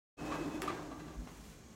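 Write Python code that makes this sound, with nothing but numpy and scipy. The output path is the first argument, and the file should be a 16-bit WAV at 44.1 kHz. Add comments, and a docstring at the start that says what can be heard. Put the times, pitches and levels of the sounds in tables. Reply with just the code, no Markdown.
"""Sliding door with shelves

A heavy wooden door rolls along a steel track: grit shakes the panel, the wheels grind, one whines.
Hangers click, the door knocks, and plates on its shelves rattle as it coasts to rest.
Feet in socks thud on floorboards and clothing swishes, a few metres away in a small live room."""
import sys
import numpy as np
from scipy import signal
from scipy.fft import rfft, irfft, next_fast_len
from scipy.io import wavfile
from scipy.ndimage import uniform_filter1d, map_coordinates

SR = 44100
rng = np.random.default_rng(int(sys.argv[2]) if len(sys.argv) > 2 else 0)


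def wrap_up_sound(samples):
    """Save the sound to the file named by the first command line argument, as 16-bit audio."""
    columns = np.atleast_2d(samples).T
    # keep every value between -1 and 1, then stretch to whole-number steps
    tamed = np.clip(columns, -1, 1)
    steps = np.round(tamed * 32767).astype(np.int16)
    wavfile.write(sys.argv[1], SR, steps)


N = 77175

# rolling effort (time [s], level [dB])
EFFORT_DB = [(.18, -59), (.21, -42), (.3, -40), (.42, -39), (.5, -42), (.56, -38), (.6, -43.5), (.7, -39.5),
             (.79, -45.5), (.87, -46.5), (.95, -48.5), (1.1, -48), (1.3, -56.5), (1.55, -64), (1.75, -66)]
# door panel resonances (frequency [Hz], width [Hz], gain [dB])
PANEL_MODES = [(162.2, 9.9, 0.5), (260.4, 23, -4), (307.3, 30.6, 1), (381.5, 6.5, -2), (471.7, 4.5, -15.5),
               (679, 82, -15.5), (899, 5.6, -7), (1065, 3.5, -19), (1217, 7.3, -19)]
# steel track resonances (frequency [Hz], width [Hz], gain [dB])
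TRACK_MODES = [(1625, 17, 7), (1968, 9.4, 3), (3480, 17, 2), (4140, 15, -0.5), (6740, 22, -3.5)]
# floor resonances under the door (frequency [Hz], width [Hz], gain [dB])
BOOM_MODES = [(54.6, 12.5, -0.5), (85, 54, -17), (165, 16.5, -5.5)]
# wheel grinding (frequency [Hz], density [dB])
GRIND_SPECTRUM = [(35, -27), (100, -7), (250, -4.5), (600, 0), (1150, -3.5), (2200, -17), (4000, -21),
                  (7000, -19), (10500, -35), (15000, -52)]
# grinding envelope (time [s], level [dB])
GRIND_DB = [(.18, -53), (.22, -49.5), (.31, -44.5), (.42, -47), (.5, -51.5), (.6, -51), (.72, -49.5),
            (.8, -50), (.88, -54.5), (1, -61), (1.2, -62.5), (1.75, -75)]
# wheel whine (frequency [Hz], gain [dB])
WHINE_PARTIALS = [(2570, 16.5), (3176, 2)]
# whine envelope (time [s], level [dB])
WHINE_DB = [(.17, -62.5), (.27, -58), (.38, -57.5), (.425, -53.5), (.48, -71.5), (.545, -57), (.6, -71),
            (.7, -95)]
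# hollow panel bumps (time [s], level [dB], pitch [Hz])
BUMP_HITS = [(0.401, -35.5, 335), (.455, -31, 294.6), (.622, -39, 378), (.7, -38, 343.4), (.725, -43, 382),
             (0.877, -41, 274)]
# low modes of a bump (pitch ratio [-], gain [dB])
BUMP_PARTIALS = [(.55, -11.5), (1, 1.5), (1.27, -12)]
# door and shelf knocks (time [s], level [dB], ring gain [dB], pitch ratio [-], tilt [dB/octave])
KNOCK_HITS = [(.3165, -38.5, 14.5, .92, -3.5), (.338, -41, 4, 0.93, -5.5), (.428, -49, 8, .49, -8),
              (.626, -37.5, 4, 0.99, -4), (0.6752, -38.5, 17.5, 0.98, 1.5), (.700, -38.5, -12, 0.53, -2),
              (.912, -50, 14.5, 0.95, -9)]
# wood ring at pitch ratio 1 (frequency [Hz], gain [dB], t60 [s])
WOOD_MODES = [(754, -11.5, 0.042), (1130, -5, 0.027), (1207.7, 2, .042), (1330, -9, 0.037),
              (1720, -24, 0.029)]
# contact noise of knocks and plates (frequency [Hz], density [dB])
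CLACK_SPECTRUM = [(100, -18), (350, -11), (800, 9.5), (1250, 4), (2200, 4.5), (4000, -6.5), (7000, -13.5),
                  (15000, -32)]
# shelf jolts (time [s], level [dB], tilt [dB/octave])
RATTLE_HITS = [(.322, -41.5, 0), (.681, -40.5, 1.5), (.911, -47, -4.5), (.997, -51.5, 3), (1.078, -53, 0)]
# plates and rails (frequency [Hz], gain [dB], t60 [s])
PLATE_MODES = [(1163, -6.5, 0.32), (1209, -2.5, 0.14), (1605, -9, 0.32), (1713, -14, 0.11),
               (2000, -12, 0.19), (2710, -12.5, 0.16), (4010, -17.5, 0.16), (6920, -23.5, 0.16)]
# wheel and hanger contacts (time [s], level [dB], tilt [dB/octave])
CLICK_HITS = [(0.3143, -31.5, -8.5), (.6188, -31.5, 0), (0.6207, -30.5, -0.5), (0.626, -51, 6)]
# steel click (frequency [Hz], density [dB])
STEEL_SPECTRUM = [(400, -8), (1300, 8), (2300, 7.5), (4000, -6.5), (7000, -5), (12000, -2.5), (13500, -16)]
# footfalls (time [s], level [dB])
STEP_HITS = [(1.166, -32.5), (1.376, -46), (1.467, -44), (1.643, -57)]
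# floorboards (frequency [Hz], gain [dB], t60 [s])
BOARD_MODES = [(52, 9, .16), (83, -17, 0.068), (167.8, -9.5, 0.36), (245, -9, 0.22)]
# sock on wood (frequency [Hz], density [dB])
SOLE_SPECTRUM = [(120, 6), (300, -4), (800, 2.5), (2800, -6.5), (4500, -12), (12000, -33)]
# clothing swishes (time [s], level [dB], half width [s])
CLOTH_STROKES = [(1.3, -65.5, 0.076), (1.48, -62, 0.075)]
# fabric friction (frequency [Hz], density [dB])
CLOTH_SPECTRUM = [(300, 4), (1500, 5), (4000, 2.5), (9000, -0.5), (15000, -7)]
# room background (frequency [Hz], density [dB])
AIR_SPECTRUM = [(28, -5), (55, 1.5), (250, -2), (600, -17), (2000, -22), (5100, -26.5), (6500, -19.5),
                (10000, -35), (15500, -36.5)]
# reverberation (frequency [Hz], t60 [s])
ROOM_T60_S = [(100, 0.61), (1000, 0.49), (4000, 0.35), (12000, 0.16)]


def amp(db):
    """Decibels to gain."""
    return 10 ** (np.asarray(db) / 20)


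def unit(x):
    """Scale to rms 1."""
    return x / np.sqrt(np.mean(x ** 2) + 1e-20)


def along(points, hz):
    """Interpolate (frequency [Hz], value) on a log axis."""
    freqs_hz, values = np.transpose(points)
    return np.interp(np.log(hz + 1), np.log(freqs_hz + 1), values)


def curve(points):
    """Interpolate (time [s], value) per sample."""
    return np.interp(np.arange(N) / SR, *np.transpose(points))


def wobble(knots_per_s):
    """Smooth random curve, rms near 1."""
    return map_coordinates(rng.standard_normal(N // 50), [np.arange(N) * knots_per_s / SR], mode="wrap")


def filtered(x, response):
    """Apply a frequency response."""
    size = next_fast_len(len(x) + SR // 2)
    return irfft(rfft(x, size) * response(np.fft.rfftfreq(size, 1 / SR)), size)[:len(x)]


def noise(spectrum, size, tilt_db_oct=0):
    """Coloured noise, rms 1, tilted above its lowest point."""
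    gain = lambda hz: amp(along(spectrum, hz) + tilt_db_oct * np.log2(np.maximum(hz, spectrum[0][0])))
    return unit(filtered(rng.standard_normal(size), gain))


def resonate(x, modes):
    """Parallel band-pass resonators, output rms 1."""
    response = lambda f: sum(amp(db) * 1j * f * width / (hz * hz - f * f + 1j * f * width)
                             for hz, width, db in modes)
    return unit(filtered(x, response))


def even(x, share=0.86, window_s=0.0184):
    """Steady the loudness by partly dividing out the slow envelope; output rms 1."""
    power = np.abs(uniform_filter1d(x ** 2, round(window_s * SR))) + 1e-9
    return unit(x / power ** (share / 2))


def decay(t, t60_s):
    """Fall of 60 dB in t60_s."""
    return amp(-60 * t / t60_s)


def struck(modes, t, attack_s, pitch_ratio=1):
    """Damped modes, 1 dB scatter, soft onset."""
    ring = sum(amp(db + rng.normal(0, 1)) * decay(t, t60_s) * np.sin(2 * np.pi * hz * pitch_ratio * t)
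               for hz, db, t60_s in modes)
    return ring * (1 - np.exp(-(t / attack_s) ** 2))


def add(out, time_s, x):
    """Mix x into out at time_s."""
    part = out[round(time_s * SR):][:len(x)]
    part += x[:len(part)]


def in_room(x, wet_db, rise_s=0.003):
    """Add a fresh room tail; treble dies first."""
    hz, t, bins = signal.stft(rng.standard_normal(SR * 3 // 4), SR, nperseg=256)
    tail = signal.istft(bins * decay(t, along(ROOM_T60_S, hz)[:, None]), SR, nperseg=256)[1]
    tail *= 1 - np.exp(-(np.arange(len(tail)) / SR / rise_s) ** 2)
    response = amp(wet_db) * tail / np.linalg.norm(tail)
    response[0] += 1
    return signal.fftconvolve(x, response)


def grit(rate_per_s=5000, scatter_db=4):
    """Tiny random bumps under the wheels."""
    impulses = (rng.random(N) < rate_per_s / SR) * rng.choice([-1, 1], N)
    return impulses * amp(scatter_db * rng.standard_normal(N))


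def rumble(panel_db=-5, panel_slope=0.94, track_db=-23, track_slope=1.75):
    """Grit shakes panel and track. Slopes: dB per dB of effort."""
    effort_db = curve(EFFORT_DB)
    peak_db = effort_db.max()
    relative_db = effort_db - peak_db
    panel = amp(peak_db + panel_db + panel_slope * relative_db) * even(resonate(grit(), PANEL_MODES))
    track = amp(peak_db + track_db + track_slope * relative_db) * resonate(grit(), TRACK_MODES)
    return panel + track


def wheel_grind():
    """Wheels grind on steel, fading before the rumble."""
    contacts = in_room(grit(), wet_db=5.5)[:N]
    return amp(curve(GRIND_DB)) * unit(filtered(contacts, lambda hz: amp(along(GRIND_SPECTRUM, hz))))


def floor_boom(level_db=-53.5, slope=0.27, cutoff_hz=240):
    """The floor booms under the door, weakly following effort."""
    effort_db = curve(EFFORT_DB)
    boom = filtered(resonate(grit(), BOOM_MODES), lambda hz: 1 / (1 + (hz / cutoff_hz) ** 4))
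    return amp(level_db + slope * (effort_db - effort_db.max())) * even(boom)


def panel_hum(pitch_hz=298, wander_hz=9.16, gain_db=-7):
    """Rolling wheels sustain the panel's main mode."""
    hz = pitch_hz + wander_hz * wobble(29.92)
    tone = unit(np.sin(2 * np.pi * np.cumsum(hz) / SR))
    return amp(curve(EFFORT_DB) + gain_db + wobble(26.4)) * tone


def wheel_whine(waver_hz=14.1, flutter_db=2, rasp_width_hz=77, rasp_db=-9):
    """One wheel sings, unsteady and rough, during the push."""
    tone = np.zeros(N)
    for hz, db in WHINE_PARTIALS:
        gain = amp(db + flutter_db * wobble(119.6))
        cycles = np.cumsum(hz + waver_hz * wobble(120.9)) / SR
        tone += gain * np.sin(2 * np.pi * cycles)
    rasp = resonate(rng.standard_normal(N), [(hz, rasp_width_hz, db) for hz, db in WHINE_PARTIALS])
    return amp(curve(WHINE_DB)) * (unit(tone) + amp(rasp_db) * rasp)


def panel_bumps(t60_s=0.13, attack_s=0.0024):
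    """The panel jolts on its hangers and sounds its low modes."""
    out, t = np.zeros(N), np.arange(SR // 4) / SR
    envelope = decay(t, t60_s) * (1 - np.exp(-t / attack_s))
    for time_s, db, hz in BUMP_HITS:
        body = sum(amp(gain_db) * np.sin(2 * np.pi * hz * ratio * t) for ratio, gain_db in BUMP_PARTIALS)
        add(out, time_s, amp(db) * in_room(body * envelope, wet_db=-6))
    return out


def wood_knocks(clack_db=-1.5, clack_t60_s=0.083, clack_attack_s=0.0032):
    """Door and shelves knock: a clack plus a short wooden ring."""
    out, t = np.zeros(N), np.arange(SR // 4) / SR
    envelope = decay(t, clack_t60_s) * (1 - np.exp(-t / clack_attack_s))
    for time_s, db, ring_db, pitch_ratio, tilt_db_oct in KNOCK_HITS:
        ring = struck(WOOD_MODES, t, attack_s=0.0042, pitch_ratio=pitch_ratio)
        clack = noise(CLACK_SPECTRUM, len(t), tilt_db_oct) * envelope
        add(out, time_s, amp(db + ring_db) * in_room(ring, wet_db=-11))
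        add(out, time_s, amp(db + clack_db) * in_room(clack, wet_db=-3.5))
    return out


def plate_rattles(attack_s=0.0024, scatter_db=2.2, tap_db=-0.5):
    """Jolts tap plates against rails; they ring at their own pitches."""
    out, t = np.zeros(N), np.arange(SR // 2) / SR
    onset = 1 - np.exp(-t / attack_s)
    for time_s, db, tilt_db_oct in RATTLE_HITS:
        ring = np.zeros(len(t))
        for hz, gain_db, t60_s in PLATE_MODES:
            octaves = np.log2(hz / PLATE_MODES[0][0])
            gain = amp(gain_db + tilt_db_oct * octaves + rng.normal(0, scatter_db))
            ring += gain * decay(t, t60_s) * np.sin(2 * np.pi * (hz * t + rng.random()))
        tap = amp(tap_db) * noise(CLACK_SPECTRUM, len(t), tilt_db_oct) * decay(t, t60_s=0.05)
        add(out, time_s, amp(db) * in_room((ring + tap) * onset, wet_db=-4.5))
    return out


def hanger_clicks():
    """Wheel and hanger snap against the track and rebound."""
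    out, t = np.zeros(N), np.arange(SR // 10) / SR
    for time_s, db, tilt_db_oct in CLICK_HITS:
        click = noise(STEEL_SPECTRUM, len(t), tilt_db_oct) * decay(t, t60_s=0.006)
        add(out, time_s, amp(db) * in_room(click, wet_db=-2.5))
    return out


def footsteps():
    """Soft heels set the floorboards booming."""
    out, t = np.zeros(N), np.arange(SR // 2) / SR
    for time_s, db in STEP_HITS:
        thud = struck(BOARD_MODES, t, attack_s=0.027)
        add(out, time_s, amp(db) * in_room(thud, wet_db=-13))
    return out


def sock_scuff(time_s=1.271, level_db=-49, attack_s=0.0018):
    """The sole rolls down and brushes the boards after the heaviest step."""
    out, t = np.zeros(N), np.arange(SR // 4) / SR
    brush = noise(SOLE_SPECTRUM, len(t)) * decay(t, t60_s=0.08) * (1 - np.exp(-t / attack_s))
    add(out, time_s, amp(level_db) * in_room(brush, wet_db=-2.5))
    return out


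def clothing():
    """Fabric brushes past with each stride."""
    t = np.arange(N) / SR
    strokes = sum(amp(db) * np.exp(-0.5 * ((t - time_s) / width_s) ** 2)
                  for time_s, db, width_s in CLOTH_STROKES)
    return strokes * amp(wobble(150)) * noise(CLOTH_SPECTRUM, N)


def room_air(level_db=-57, ripple_db=2, ripple_width_hz=43):
    """Steady hiss; the room adds fine spectral peaks and dips."""
    ripple = rng.standard_normal(N // 20)
    colour = lambda hz: amp(ripple_db * map_coordinates(ripple, [hz / ripple_width_hz], mode="wrap"))
    return amp(level_db) * unit(filtered(noise(AIR_SPECTRUM, N), colour))


def scene():
    """Door, walker and room; mono."""
    rolling = rumble() + wheel_grind() + floor_boom() + panel_hum() + wheel_whine()
    impacts = panel_bumps() + wood_knocks() + plate_rattles() + hanger_clicks()
    walker = footsteps() + sock_scuff() + clothing()
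    return (rolling + impacts + walker + room_air())[None]


def record(dry):
    """Quick fade-in from silence; the microphone drops deep bass and top."""
    start_s, fade_s = 0.1686, 0.023
    low_cut_hz, top_hz = 30.4, 15900
    fade = np.clip((np.arange(N) / SR - start_s) / fade_s, 0, 1)
    high_passed = filtered(dry[0], lambda hz: hz ** 6 / (hz ** 6 + low_cut_hz ** 6))
    return filtered(high_passed * fade, lambda hz: hz < top_hz)[None]


dry = scene()
out = record(dry)
wrap_up_sound(out)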